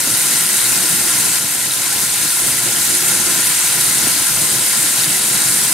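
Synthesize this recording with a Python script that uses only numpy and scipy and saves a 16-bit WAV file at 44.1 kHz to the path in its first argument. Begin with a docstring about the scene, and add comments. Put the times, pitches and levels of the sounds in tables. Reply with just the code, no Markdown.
"""A steady, flickering hiss: the jet of a facial steamer in a small hard-walled bathroom, as noise and ringing drops.
Single big drops spit and three soft knocks fall, as decaying cosines; a faint resonated-noise hum wavers.
Below lie a lumpy rumble of boiling water and air, coloured by resonances,
and very low, slowly varying noise with four quieter stretches.
Hiss and rumble dip together four times; the deepest dip is sudden and creeps back.
Two close ports receive it all as sum plus and minus difference."""
import sys
import numpy as np
from scipy import signal
from scipy.fft import rfft, irfft, next_fast_len
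from scipy.io import wavfile

SR = 44100
rng = np.random.default_rng(int(sys.argv[2]) if len(sys.argv) > 2 else 0)


def unload_audio(sound):
    """Save the sound as a 16-bit wav file, at the path given as the first command line argument."""
    columns = np.transpose(np.atleast_2d(sound))
    # keep every value between -1 and 1, then stretch to whole-number steps
    steps = np.round(np.clip(columns, -1, 1) * 32767)
    wavfile.write(sys.argv[1], SR, steps.astype(np.int16))


N = 252693
SIZE = next_fast_len(N)
T_S = np.arange(N) / SR
GRID_HZ = np.maximum(np.fft.rfftfreq(SIZE, 1 / SR), 1)

# Jet spectrum before resonances: (frequency [Hz], relative density [dB per Hz])
JET_COLOUR = [(350, -55), (600, -14.5), (928, -12.5), (1020, -10), (1220, -12.5), (1400, -5), (1890, -7.5),
              (2050, -9.5), (2440, -8), (3440, -7), (3940, -6.5), (5610, -7.5), (8920, 0), (11600, -4.5),
              (15600, -15.5)]
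# Dips of hiss and rumble: (start [s], depth [dB], time to sink [s], time to return [s])
DIPS = [(0.0, 1.2, 0.017, 0.29), (1.38, 3, 0.014, 1.74), (3.8, 0.6, 0.95, .04), (5.17, 1, 0.025, 0.077)]
# Big drops: (start [s], level before high-pass [dB], pitch [Hz])
SPITS = [(1.71, -10, 3800), (1.737, -13, 3690), (1.7724, -14, 3640), (1.7924, -22, 3950),
         (2.9402, -12, 3980), (3.8594, -19, 4380), (3.8994, -15, 4410), (4.9796, -14, 4000),
         (5.036, -10, 3870), (5.0434, -13, 3910)]
# Soft knocks, first mode: (start [s], level before high-pass [dB], pitch [Hz])
KNOCKS = [(.073, -16.5, 241), (1.96, -18.5, 306), (4.0713, -12.5, 294)]
# Hum level: (time [s], rms level [dB])
HUM_LEVEL = [(0.0, -47), (0.59, -47), (1.64, -59), (3.03, -40.5), (4.1, -51.5), (5.14, -44.5), (5.73, -62)]
# Rumble spectrum before resonances: (frequency [Hz], relative density [dB per Hz])
RUMBLE_COLOUR = [(32, -43), (55, -21.5), (129, 0), (226, 0.5), (261, -3), (353, -1), (457, -10.5),
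                 (496, -6.5), (538, -8.5), (900, -11.5), (1170, -54), (1980, -120)]
# Lowest noise, spectrum before resonances: (frequency [Hz], relative density [dB per Hz])
LOWEST_COLOUR = [(10, -6), (32, 10), (55, -3), (90, -44)]
# Quieter stretches of the lowest noise: (start [s], length [s])
QUIET_STRETCHES = [(.1, .3), (1.06, 0.6), (3.92, 0.28), (4.55, 0.49)]
# Resonances and dips of room and steamer housing: (centre [Hz], width [Hz], height [dB])
RESONANCES = [(68.7, 11, 12), (122, 36, 3.5), (186, 13, -0.5), (273, 10, -10), (298, 26, 5.5),
              (353, 30, 0.5), (395, 14, -8), (425.5, 19, 7), (497, 8.7, 8), (707, 16, 4), (825, 20, 4.5),
              (1003, 26, 6), (1035, 12, 4), (1187, 125, -1.5), (1398, 34, 3.5), (1410, 25, -0.5),
              (1998, 40, 3.5), (2095, 72, 7), (2730, 81, -0.5), (3350, 410, -2), (3920, 120, 3),
              (4850, 30, 0.5), (6160, 34, 4.5), (6300, 32, 0), (6700, 49, -0.5), (8800, 450, 2.5),
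              (9900, 270, 3)]
# Port difference against sum: (frequency [Hz], level [dB])
WIDTH = [(100, -56), (250, -40), (560, -43), (900, -8.5), (1040, -6.5), (1200, -7.5), (1600, -5),
         (2100, -7), (3400, -6.5), (5200, -1), (7500, -4), (10000, -9.5), (11500, -10.5), (12300, -24),
         (12700, -70)]
# Share of the difference that follows the sum:
# (frequency [Hz], in step = leaning left [ratio], quarter cycle apart = one port late [ratio])
COUPLING = [(700, 0.25, -0.036), (1040, 0.49, .1), (2300, 0.31, .1), (3900, 0.46, 0), (4800, 0.35, -.05),
            (5200, 0.38, .3), (6200, 0.36, .3), (6600, 0.11, .2), (8200, 0.18, .4), (9300, -0.12, .35),
            (11400, -0.1, .3)]

JET_DB, RUMBLE_RE_JET_DB = -14.5, -17.5
SPIT_T60_S, KNOCK_T60_S = 0.013, 0.026
UPPER_PITCH_RATIO, UPPER_RE_FIRST_DB = 2.33, -10.5
HUM_HZ, HUM_STAGE_T60_S = 360.4, 0.32
LOWEST_DB, QUIET_DB, QUIET_EDGE_S = -53.5, -13, 0.06
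ROOM_T60_S, ROOM_RE_DIRECT_DB = 0.09, -15
CUTOFF_HZ = 15745


def jet():
    """Turbulent hiss: overlapping bands of noise and drops, flickering partly together."""
    drop_power_share = 0.22
    eddies = rng.standard_normal((2, N))
    drops = droplets(per_s=6000, spread_db=3.0, cycles=34.0)
    mix = np.sqrt(1 - drop_power_share) * eddies + np.sqrt(drop_power_share) * drops
    spectrum = rfft(mix, SIZE)
    together_db = 0.36 * drift(5.8) + 0.32 * drift(50.0)
    third_octaves = 3 * np.log2(GRID_HZ / 500)
    hiss = 0
    for k in range(16):
        band = np.cos(np.pi / 2 * np.clip(third_octaves - k, -1, 1)) ** 2
        own_db = 0.74 * drift(10.0) + 0.79 * drift(55.0)
        hiss = hiss + irfft(spectrum * band, SIZE)[:, :N] * from_db(together_db + own_db)
    return from_db(loudness_db()) * coloured(room(hiss), JET_COLOUR)


def droplets(per_s, spread_db, cycles):
    """Bursting drops of chance strength and pitch; T60 spans a fixed cycle count; rms 1."""
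    strength_db = spread_db * np.minimum(rng.exponential(1, (2, N)), 4)
    bursts = from_db(strength_db) * (rng.random((2, N)) < per_s / SR)
    pitches_hz = np.geomspace(700, 15000, 48)
    dealt = rng.integers(0, 48, (2, N))
    # weight by pitch: evens out the spectrum
    return rms_one(sum(hz * ring(bursts * (dealt == k), hz, cycles / hz)
                       for k, hz in enumerate(pitches_hz)))


def loudness_db():
    """Steady hiss level minus dips, straight lines in dB."""
    dips_db = sum(np.interp(T_S - s, [0, down_s, down_s + back_s], [0, depth_db, 0])
                  for s, depth_db, down_s, back_s in DIPS)
    return JET_DB - dips_db


def spits():
    """Each big drop is one fast-dying mode."""
    return struck_modes(SPITS, SPIT_T60_S)


def knocks():
    """Each soft knock is two modes, dying equally fast."""
    upper = [(s, level_db + UPPER_RE_FIRST_DB, hz * UPPER_PITCH_RATIO) for s, level_db, hz in KNOCKS]
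    return struck_modes(KNOCKS + upper, KNOCK_T60_S)


def struck_modes(events, t60_s):
    """Sharp-starting, exponentially decaying cosines, without deep bass."""
    out = np.zeros(N)
    for start_s, level_db, hz in events:
        t = T_S - start_s
        decay = from_db(level_db - 60 * np.maximum(t, 0) / t60_s)
        out += (t >= 0) * decay * np.cos(2 * np.pi * hz * t - 0.6)
    return signal.sosfilt(signal.butter(2, 140, "high", fs=SR, output="sos"), out)


def hum():
    """Noise through one narrow resonance, twice: a broken, unsteady tone."""
    level_db = np.interp(T_S, *np.transpose(HUM_LEVEL))
    once = ring(rng.standard_normal(N), HUM_HZ, HUM_STAGE_T60_S)
    tone = ring(once, HUM_HZ, HUM_STAGE_T60_S)
    return from_db(level_db) * rms_one(tone)


def rumble():
    """Boiling water and air: lumpy low noise whose level follows the jet's dips."""
    lumps = rng.standard_normal((2, N)) * from_db(2.25 * drift(8.2))
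    return from_db(loudness_db() + RUMBLE_RE_JET_DB) * coloured(lumps, RUMBLE_COLOUR)


def lowest_noise():
    """Very low, slowly varying noise with four quieter stretches."""
    quiet = sum(np.clip(np.minimum(T_S - s, s + length_s - T_S) / QUIET_EDGE_S, 0, 1)
                for s, length_s in QUIET_STRETCHES)
    noise = rng.standard_normal((2, N)) * from_db(2.8 * drift(4.0))
    return from_db(LOWEST_DB + QUIET_DB * quiet) * coloured(noise, LOWEST_COLOUR)


def room(x):
    """Direct sound plus a dying cloud of reflections, which ripples the spectrum finely."""
    t = np.arange(SR // 2) / SR
    cloud = rng.standard_normal(len(t)) * from_db(-60 * t / ROOM_T60_S) * (t > 0.002)
    cloud = cloud / np.sqrt(np.sum(cloud ** 2))
    return filtered(x, 1 + from_db(ROOM_RE_DIRECT_DB) * rfft(cloud, SIZE))


def coloured(x, colour):
    """Shape by a smooth colour plus the resonances; rms 1."""
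    resonances_db = sum(db / (1 + (2 * (GRID_HZ - hz) / width_hz) ** 2)
                        for hz, width_hz, db in RESONANCES)
    return rms_one(filtered(x, from_db(at_hz(colour) + resonances_db)))


def ports(direct, diffuse):
    """Left and right = sum plus and minus difference; difference is part sum, part diffuse."""
    coupling = at_hz(COUPLING, column=1) - 1j * at_hz(COUPLING, column=2)
    free = np.sqrt(np.clip(1 - np.abs(coupling) ** 2, 0, 1))
    width = from_db(at_hz(WIDTH))
    side = filtered(direct, width * coupling) + filtered(diffuse, width * free)
    return np.array([direct + side, direct - side])


def drift(pole_hz):
    """Slow chance, spread 1: noise at every 20th sample through two equal one-pole low-passes."""
    r = np.exp(-2 * np.pi * pole_hz * 20 / SR)
    noise = rng.standard_normal(N // 20 + 4002)
    slow = signal.lfilter([1], [1, -2 * r, r * r], noise)[4000:]   # drop the settling
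    return np.interp(np.arange(N) / 20, np.arange(len(slow)), rms_one(slow))


def ring(clicks, hz, t60_s):
    """Two-pole resonance: a unit click starts a decaying sine of height 1."""
    r, w = from_db(-60 / (t60_s * SR)), 2 * np.pi * hz / SR
    return signal.lfilter([0, np.sin(w)], [1, -2 * r * np.cos(w), r * r], clicks + 1e-18)


def filtered(x, response):
    """Multiply the spectrum by a frequency response."""
    return irfft(rfft(x, SIZE) * response, SIZE)[..., :N]


def at_hz(points, column=1):
    """Table column on the frequency grid, interpolated over log frequency."""
    rows = np.array(points)
    return np.interp(np.log(GRID_HZ), np.log(rows[:, 0]), rows[:, column])


def from_db(db):
    """Amplitude gain of a level in dB."""
    return 10 ** (np.asarray(db) / 20)


def rms_one(x):
    """Scale to rms 1."""
    return x / np.sqrt(np.mean(x ** 2) + 1e-20)


def scene():
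    """Steamer and room as the two ports receive them."""
    direct, diffuse = jet() + rumble() + lowest_noise()
    return ports(direct + hum() + knocks() + spits(), diffuse)


def record(dry):
    """Soft saturation towards a ceiling, then a steep low-pass."""
    ceiling = 4.1
    rounded = ceiling * np.tanh(dry / ceiling)
    return signal.sosfilt(signal.ellip(14, 0.3, 75, CUTOFF_HZ, fs=SR, output="sos"), rounded)


dry = scene()
out = record(dry)
unload_audio(out)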